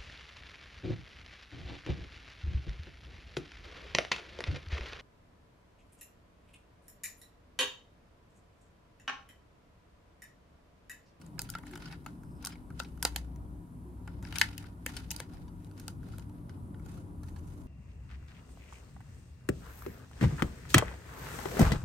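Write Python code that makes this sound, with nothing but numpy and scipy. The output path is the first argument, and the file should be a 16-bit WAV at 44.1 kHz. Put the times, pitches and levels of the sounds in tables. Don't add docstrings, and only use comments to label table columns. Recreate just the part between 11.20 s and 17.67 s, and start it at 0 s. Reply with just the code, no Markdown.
import sys
import numpy as np
from scipy import signal
from scipy.io import wavfile
from scipy.ndimage import uniform_filter1d

SR = 44100
rng = np.random.default_rng(int(sys.argv[2]) if len(sys.argv) > 2 else 0)


def dump(signal):
    limited = np.clip(np.atleast_2d(signal).T, -1, 1)
    pcm = np.round(limited * 32767).astype(np.int16)
    wavfile.write(sys.argv[1], SR, pcm)


N = 285327

# pitch_hz [Hz], level_db [dB, relative], fade_ms [ms to fall by 60 dB]
BASE = [(506, -14, 33), (653, -4, 8), (814, -0.5, 23), (925, -5.5, 38), (1120, -11, 12)]
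HANDLE_AIR = [(1373, -9, 38), (1504, -9.5, 26)]
SHELL = [(1680, -4.5, 23), (1836, -1.5, 13), (2180, -6.5, 22), (2300, -9, 6.4)]
RIBS = [(2620, -2, 24), (2960, -12.5, 88), (3210, -1.1, 16), (3776, -3.75, 18), (4260, -3, 16),
        (4670, -9, 40), (5130, 2, 9.1)]
EDGES = [(5900, 0, 12), (6560, 0, 14), (7300, 0, 12), (8100, 0, 11), (8800, 0, 11), (9800, 0, 11),
         (10700, -1, 10), (11700, -3, 9), (12700, -4, 9), (13800, -6, 9), (15000, -8, 9)]
GADGET = [BASE, HANDLE_AIR, SHELL, RIBS, EDGES]


def amp(db):
    return 10 ** (np.asarray(db) / 20)


def evened(x):
    return x / np.sqrt(np.mean(x ** 2) + 1e-20)


def unit(x):
    middle = np.atleast_2d(x).mean(0)
    return x / np.sqrt((middle ** 2).sum() + 1e-20)


def read(points, hz):
    point_hz, value = np.transpose(points)
    return np.interp(np.log(hz + 1), np.log(point_hz + 1), value)


def curve(rows):
    start_s, *columns = np.transpose(rows)
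    return [np.interp(np.arange(N) / SR, start_s, column) for column in columns]


def resonate(x, hz, width_hz):
    turn = np.exp(2j * np.pi * np.cumsum(hz * np.ones(N)) / SR)
    keep = np.exp(-np.pi * width_hz / SR)
    smooth = signal.lfilter([1 - keep], [1, -keep], x / turn)
    return 2 * (turn * smooth).real


def room_tone():
    # [dB per Hz, relative]
    noise_colour = [(30, -2.5), (54, 0.5), (167, -7), (223, -12.5), (298, -14.5), (378, -19), (455, -27.5),
                    (1000, -29), (1450, -34.5), (2500, -57), (4000, -60), (6300, -56), (8500, -49),
                    (10500, -48.5), (11700, -50.5), (13000, -56.5), (16000, -73)]
    # pitch_hz [Hz], likeness [no unit, limited below to -1..1]
    ear_likeness = [(60, 0.76), (150, 0.99), (380, 0.7), (950, -0.15), (2380, -1.6), (5980, -0.7),
                    (15000, 1)]
    # pitch_hz [Hz], left_minus_right_db [dB]
    ear_balance = [(60, 4), (240, -0.5), (950, 0.5), (3770, -7), (15000, 7)]
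    # [dB, relative]
    traffic_swell = [(0, -5.5), (1.5, -3.5), (3.998, -3), (6.47, -2)]
    level_db = -46

    frames, hz = N // 512 + 5, np.fft.rfftfreq(2048, 1 / SR)
    a, b, c, d, patches, drift = rng.standard_normal((frames, 1025, 6)).T
    patches = evened(uniform_filter1d(uniform_filter1d(patches, 12, 0), 10, 1))
    drift = evened(uniform_filter1d(uniform_filter1d(drift, 150, 0), 25, 1))

    same = np.clip(read(ear_likeness, hz), -1, 1)[:, None]
    left, other = a + 1j * b, c + 1j * d
    spectrum = np.array([left, same * left + np.sqrt(1 - same ** 2) * other])

    half_lean_db = read(ear_balance, hz)[:, None] / 2
    swell_db = np.interp(np.arange(frames) * 512 / SR, *np.transpose(traffic_swell))
    swell_db = swell_db * (hz < 110)[:, None]
    shape_db = read(noise_colour, hz)[:, None] + swell_db + 1.3 * patches + 0.89 * drift
    spectrum *= amp(shape_db + np.array([half_lean_db, -half_lean_db]))
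    noise = signal.istft(spectrum, nperseg=2048, noverlap=1536)[1][:, :N]
    return amp(level_db) * evened(noise)


def drones():
    # [dB, before the mix below]
    engine_low = [(1.0, 62, -62), (1.6, 64.2, -50), (1.85, 60.8, -43.5), (2.05, 61.3, -45),
                  (2.32, 60.6, -44.5), (2.45, 62.24, -61), (2.78, 63.65, -44), (3.1, 63.6, -45),
                  (3.9, 63.5, -50.5)]
    engine_high = [(4.65, 84.4, -49.5), (5.1, 86.4, -55.5), (5.55, 90.4, -51.5), (5.748, 86, -55),
                   (6.1, 84.55, -45.5), (6.47, 84.1, -52)]
    mains_hum = [(2.0, 101.1, -63.5), (2.999, 99.9, -49), (6.47, 100.3, -53)]
    # [dB, before the left-right balance]
    wavering_hums = [(170.4, 6.8, -56), (250.7, 8.1, -59.5), (293.5, 3.7, -59), (968, 17, -75.5)]

    out, t = np.zeros(N), np.arange(N) / SR
    for rows in (engine_low, engine_high, mains_hum):
        hz, level_db = curve(rows)
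        narrow = resonate(rng.standard_normal(N), hz, 3.0)
        waver = evened(resonate(narrow, hz, 3.0))
        steady = np.sqrt(2) * np.sin(2 * np.pi * np.cumsum(hz) / SR)
        start_s, end_s = rows[0][0], rows[-1][0] + 0.18
        fade = np.clip(np.minimum(t - start_s, end_s - t) / 0.11, 0, 1)
        out += fade * amp(level_db) * (0.81 * steady + 0.3 * waver)
    for hz, width_hz, level_db in wavering_hums:
        out += amp(level_db) * evened(resonate(rng.standard_normal(N), hz, width_hz))
    return out * amp([[1.2], [-1.2]])


def all_round(modes, damping):
    hz, level_db, fade_ms = np.transpose(modes)[:, :, None]
    t = np.arange(800) / SR
    sign = (-1.0) ** np.arange(len(modes))[:, None]
    rise = 1 - np.exp(-t * hz)
    decay_db = -60 * 1000 * t / (damping * fade_ms)
    waves = sign * rise * amp(level_db + decay_db) * np.sin(2 * np.pi * hz * t)
    return unit(waves.sum(0))


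def strokes():
    # [dB on the thin edges, limited later]
    stroke_rows = [(0, 0.086, -74, -8), (0.216, 0.14, -69, -7), (0.474, 0.071, -64, -6),
                   (.6, 0.12, -63, -10.5), (.87, 0.012, -69, -3), (1.264, 0.042, -63.5, -11),
                   (1.593, 0.062, -66, -4), (1.832, 0.2, -67.5, -2), (2.894, 0.027, -69.5, -23),
                   (3.064, 0.065, -69, 0), (3.165, 0.092, -52, -6.5), (3.21, 0.021, -58.5, -7.5),
                   (3.399, 0.013, -59.5, -7.5), (3.695, 0.12, -59.5, -4.5), (3.944, 0.079, -64.5, -5),
                   (4.097, .12, -71, -6), (4.39, 0.072, -79, 0.5), (4.59, 0.061, -66, 0.5),
                   (4.859, 0.14, -71, -3.5), (5.15, .03, -80.5, -8), (5.3, 0.039, -76, -10.5),
                   (5.671, .11, -69, 1), (6.043, 0.35, -74.5, 3)]
    rise_db_per_s, fall_db_per_s = 257, 175

    start_s, hold_s, level_db, bright_db = np.transpose(stroke_rows)[:, :, None]
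    t = np.arange(N) / SR - start_s
    fade_db = rise_db_per_s * np.minimum(t, 0) - fall_db_per_s * np.maximum(t - hold_s, 0)
    power = amp(2 * (level_db + fade_db))
    total = power.sum(0)
    return total, (power * bright_db).sum(0) / total


def rubbing():
    # [dB, before the stroke's loudness and brightness]
    part_levels = [-5.5, -4, -5.5, -1.5, -1.5]

    power, bright_db = strokes()
    bright_db = np.minimum(bright_db, 3)
    clumps = evened(uniform_filter1d(rng.standard_normal(N), 500))
    snags = amp(1.6 * np.minimum(rng.exponential(1, N), 4)) * (rng.random(N) < 150 / SR)

    out = np.zeros((2, N))
    for modes, level_db, is_edge in zip(GADGET, part_levels, [0, 0, 0, 0, 1]):
        sizes = amp(rng.exponential(1, N)) * (rng.random(N) < 0.1)
        grains = sizes * rng.standard_normal((3, N))
        grains = grains[:2] + 0.21 * grains[2] + (1 - is_edge) * 0.95 * snags
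        body = all_round(modes, damping=0.31)
        rung = signal.oaconvolve(grains, body[None], axes=1)[:, :N]
        out += amp(level_db + is_edge * bright_db) * evened(rung)
    return np.sqrt(power) * amp(4.0 * clumps) * out


def leaning(modes, lean_db):
    tilt_db = lean_db * np.linspace(-0.8, 0.8, len(modes))
    return [(hz, db + more, fade_ms) for (hz, db, fade_ms), more in zip(modes, tilt_db)]


def parts_of(ribs_db, base_db, air_db, shell_db, edges_db):
    ribs = leaning(RIBS, -0.38 * shell_db)
    edges = leaning(EDGES, 1.5 + 0.22 * edges_db)
    energy_db = ribs_db + np.array([base_db, air_db, shell_db, 0, edges_db])
    return zip(GADGET[:3] + [ribs, edges], energy_db)


def ring(modes, spot_db, detune, apart, swarm_db=-0.5, count=3):
    hz, level_db, fade_ms = np.repeat(modes, count, axis=0).T[:, :, None]
    t = np.arange(800) / SR
    spot, tune, side, turn = rng.standard_normal((4, len(hz), 1))
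    swarm = (np.arange(len(hz)) % count > 0)[:, None]
    hz = np.minimum(hz * (1 + np.where(swarm, 0.07, detune) * tune), SR / 2.5)
    fade_ms = fade_ms * np.where(swarm, 0.6, 1)

    reach = np.clip(hz / 5000, 0, 1)
    ears = np.array([1, -1])[:, None, None] * apart * reach

    rise = 1 - np.exp(-t * hz / 0.3)
    ringing = rise * np.exp((2j * np.pi * hz - np.log(1000) * 1000 / fade_ms) * t)
    size_db = level_db + swarm * swarm_db + spot_db * spot + 2.0 * ears * side
    size = np.sign(spot) * amp(size_db) * np.exp(1j * ears * turn)
    return unit((size[:, :, 0] @ ringing).imag)


def knocks():
    # start_s [s], ribs_db [dB of energy given to the ribs],
    # base_db, air_db, shell_db, edges_db [dB relative to the ribs],
    # slip_ms [ms, nominal length of the slip], left_minus_right_db [dB]
    blow_rows = [(0.014, -37.5, -14, 0, -7, -1, 4.9, 2), (0.064, -47, -1, -16.0, -3, 9.5, 0.72, 4),
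                 (0.181, -46, 7.0, 9, 10, -15, 0.33, -18), (0.1922, -15.5, -7.5, -6.5, -16, 2.0, 0.74, 0),
                 (0.218, -27, -10, -19, -6, 12, 0.36, -1), (0.289, -29.0, -14, 6, -16, -4, 6.0, -2),
                 (0.301, -23, -19.5, -13, -29, 6.5, 1.3, 3.5), (0.3373, -33.5, -10, -5, 6.0, -9, 7, -10),
                 (0.3512, -24.5, 0.5, 13.5, 4.5, -7, 1.96, 0.5), (0.385, -33.5, 4, -7, 2.0, -3, 2.6, 0),
                 (0.435, -54, 23.0, 23, 20, 5.0, 1.7, 1.0), (0.4669, -39.5, 1, -1, 9.5, 4, 3.6, 4),
                 (0.5087, -43, -15, 3.0, 8, 6.5, 11.0, 4), (0.535, -48.0, 15, 18, 21, 4.0, 0.85, 2),
                 (0.5552, -27.5, -4, 4.5, -2, -1.5, 3.5, 4), (0.5745, -35, 4, 3, -1, 1, 2.3, 3.0),
                 (0.6207, -31, -3.5, -0.5, -3, -10, 8, 1), (0.6557, -28, -22, 3.5, -8.0, -10, 8.9, -2),
                 (0.6995, -45.5, 9, 10, 12.5, -4, 21, -3), (0.7238, -27, -1.5, -1.5, 1.5, -9.5, 12, 2),
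                 (0.8621, -27.5, 4.5, 8.5, -0.5, -2.5, 1.44, 2.5), (1.034, -54.5, 11, 16, 5, 9, 1.3, 1.0),
                 (1.2242, -34.5, 0, -1, -18.0, -1, 5.3, 4), (1.243, -31, -8, 6, 1, -15, 4, 0),
                 (1.2492, -16.5, -22, -33, -26, 2.5, 1.5, 2), (1.259, -22.5, -8, -6, -25, 1, 0.34, -6),
                 (1.2699, -19, -10, -1.5, -12.5, 3, 2.8, 4), (1.3197, -28.5, -13.5, -5, -3, -13, 20, 1.0),
                 (1.355, -45, 2, -1.0, 11, -5.0, 4.1, 3), (1.5033, -44.5, 8, 15.5, 2, -1.0, 1.9, 1.0),
                 (1.594, -21.5, -10, -21, -23, -4, 4.6, -1), (1.6003, -16.5, -1.5, 6, -6.5, -5, 0.47, 4),
                 (1.6337, -36, -15, -15, -9.0, 0, 2.8, 2), (1.6459, -30.5, -5, -12.5, -6, -18, 8, 1),
                 (1.775, -47, 6.0, 10, 0, 3, 1.0, -2.0), (1.8267, -12, -5.5, -2.5, -19, 3.5, 1.1, 1),
                 (1.8318, -39, -2, -5, -2, 21, 0.67, 4), (1.851, -2.5, -3, -7.5, -6.5, -1.5, 0.21, 1.5),
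                 (1.961, -11.0, -6.5, -12.5, -5, -0.5, 0.94, 0.5),
                 (2.16, -51.0, 7, 0.5, 3.0, 10.0, 1.02, 2), (2.8754, -34.5, 6.5, 11.0, 6.5, -6, 2.86, 3),
                 (3.0255, -37.5, 7.0, 4.5, 3, 4, 7.1, 3), (3.0502, -29, -9.0, -3, 3.5, -14, 1.05, 7),
                 (3.0702, -35.5, -14.0, 0, 0, -10, 7.2, 7), (3.125, -24, -4, -3, 1.5, -7, 0.38, 6.5),
                 (3.1563, -16, -17, -31, 0, -2, 7.7, 6.5), (3.1723, -38, 0.0, 16, 7.0, -6, 0.64, 0.0),
                 (3.1845, -13, -28, -37, -14, 0.0, 0.72, 8.5), (3.194, -17.5, -18, -21, -17, -1, 11, -5),
                 (3.2134, -1, -10, -26, 6, -6.5, 0.16, 0), (3.2168, -3.5, -19.5, -5, -9, -9, 0.36, 9.5),
                 (3.3793, -22.5, -27, -38.5, -8, 0, 0.97, 6.5), (3.4258, -43.5, -1.5, 2.5, 4, 2, 5.2, -4),
                 (3.4416, -43.5, 2.5, 13, 9.5, -2, 0.81, 5), (3.663, -15, -4.5, -19, 4.5, 2, 0.61, 3.5),
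                 (3.766, -18, -13, -7, -10, -2.5, 5.2, 3), (3.9061, -20, -12, -30, -11.5, 3, 1.5, 11),
                 (3.9125, -17.5, -11, -23, -11.5, 4.5, 3.7, -2),
                 (3.9629, -21.0, -15, -15, -28, 1.0, 0.96, -2), (3.997, -33, -7.0, -8, -17, 1, 1.3, -7),
                 (4.002, -21, 1.0, -16, 2.5, 0, 0.4, 4.5), (4.1338, -41, 8, -13.5, -12, -1.5, 14.0, 6),
                 (4.1703, -44, -0.5, -12, 2.5, -8.5, 0.57, -2),
                 (4.279, -41.5, 7.5, -5.5, -18.5, -8, 8.2, 0.0),
                 (4.446, -42.0, -3.5, -8.5, -22.5, -0.5, 0.77, 4),
                 (4.512, -43.5, 0.5, 3.5, -11, -2, 1.07, 2), (4.5773, -41.0, -2, -0.5, -16, -4.5, 2.4, 9),
                 (4.5974, -33, -13, -3, -11, 3, 3.7, 1.5), (4.6807, -21, -4.5, -3.5, -14, 1.5, 0.15, 3),
                 (4.8306, -51.5, -3.5, 16, -6, 4.5, 3.1, -1), (4.886, -48.0, 11, 6, -5, 2, 4.4, 3),
                 (4.935, -56.5, 8, 26, 8.0, -3, 1.8, 0), (4.983, -35, 3.0, 2.5, -9, 5, 0.91, -2),
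                 (4.9947, -39.0, -2, -4.5, -6.0, -2.5, 2.2, 7), (5.0955, -48, 13.5, -4, -7, 0, 1.0, 2.5),
                 (5.294, -38, -1, 5, 0.5, -4.0, 2, 0.5), (5.544, -44.5, 5.5, 8, 3, -16, 1.7, 1),
                 (5.5955, -58, 15.5, 18, 14.5, 8.5, 2.8, 0), (5.6612, -44, 11, 6.5, -3, 4.5, 1.45, 3.0),
                 (5.775, -48, -17.0, 12.5, -15, 4, 3.6, -0.5), (6.0322, -41.0, 6.5, 6, 0.5, 2.0, 4.4, -3.5),
                 (6.0837, -42, 2.5, -10, -1, -7.5, 2.5, -12), (6.1602, -38.5, 3, -1, 0, -4.0, 9.2, -5)]

    out, sent = np.zeros((2, N + 4000)), np.zeros(N + 4000)
    t = np.arange(-300, 900) / SR
    for start_s, *energy_db, slip_ms, pan_db in blow_rows:
        slip_s = max(slip_ms, 0.1) / 1000
        lead_in = 0.05 * np.exp(np.minimum(t, 0) / (0.0012 + 0.6 * slip_s))
        burst = np.clip(t / (0.043 * slip_s), 0, 1) * np.exp(-t.clip(0) / (0.86 * slip_s))
        hit = np.maximum(burst, lead_in * (t < 0.2 * slip_s))
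        push = np.where(t < 0, lead_in, hit)

        sound = 0
        sent_at = round((start_s + slip_s / 2) * SR)
        for modes, level_db in parts_of(*energy_db):
            force = push * rng.standard_normal(len(t)) * (rng.random(len(t)) < 0.3)
            force[t == 0] += 6.3 * np.exp(-slip_ms / 0.47)
            crack = all_round(modes, damping=0.45)
            body = ring(modes, spot_db=2.0, detune=0.017, apart=1.0) + 0.9 * crack
            sound = sound + amp(level_db) * unit(signal.fftconvolve(force[None], body, axes=1))
            sent[sent_at:][:len(crack)] += amp(level_db) * crack

        at = round((start_s + t[0]) * SR)
        out[:, at:at + sound.shape[1]] += sound * amp([[pan_db / 2], [-pan_db / 2]])
    return out[:, :N], sent[:N]


def room(x):
    # pitch_hz [Hz], fade_s [s to fall by 60 dB]
    room_fade = [(600, 0.24), (1500, 0.17), (4000, 0.15), (12000, 0.14)]

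    taps = np.zeros((2, SR // 2))
    at = np.arange(60, SR // 2 - 20, 20)
    at = at + rng.integers(0, 20, (2, len(at)))
    np.put_along_axis(taps, at, rng.choice([-1.0, 1.0], at.shape), 1)
    s = np.arange(SR // 2) / SR
    taps *= 1 - 0.076 * np.exp(-(s / 0.07) ** 2)
    taps *= 1 + 0.6 * np.exp(-((s - 0.024) / 0.007) ** 2)

    hz, t, bands = signal.stft(taps, SR, nperseg=256)
    decay_db = -60 * t / read(room_fade, hz)[:, None]
    tail = signal.istft(bands * amp(decay_db), SR, nperseg=256)[1]
    tail[:, :60] = 0
    return signal.fftconvolve(x, tail / np.linalg.norm(tail[0]), axes=1)[:, :N]


def coos():
    # [dB, doubled in size below]
    coo_rows = [(0.487, 0.12, 382, 333, -54.5), (2.614, 0.15, 376.5, 343, -58.5)]

    out = np.zeros(N)
    for start_s, length_s, start_hz, end_hz, level_db in coo_rows:
        hz = np.linspace(start_hz, end_hz, round(length_s * SR))
        wave = np.sin(2 * np.pi * np.cumsum(hz) / SR)
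        out[round(start_s * SR):][:len(hz)] = amp(level_db) * 2 * np.hanning(len(hz)) * wave
    return out


def creak():
    # [dB, relative]
    spring_modes = [(5200, 380, -9), (8200, 250, -8.5)]
    # [dB, before the resonances' own levels]
    grating_level = [(.95, -100), (1.03, -75), (1.18, -72), (1.24, -100)]

    grains = rng.standard_normal(N) * (rng.random(N) < 0.02)
    out = np.zeros(N)
    for hz, width_hz, level_db in spring_modes:
        out += amp(level_db) * evened(resonate(grains, hz, width_hz))
    return amp(curve(grating_level)[0]) * out


def scene():
    direct, sent = knocks()
    rubs = rubbing() + creak()
    reflected = amp(-10.0) * room(sent + rubs)
    return direct + rubs + reflected + room_tone() + drones() + coos()


def record(dry):
    bass_cut_hz, treble_limit_hz = 38, 15900
    thin = signal.sosfilt(signal.butter(6, bass_cut_hz, "high", fs=SR, output="sos"), dry)
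    band_limit = signal.firwin(511, treble_limit_hz, window=("kaiser", 9), fs=SR)
    return signal.oaconvolve(thin, band_limit[None], "same")


dry = scene()
out = record(dry)
dump(out)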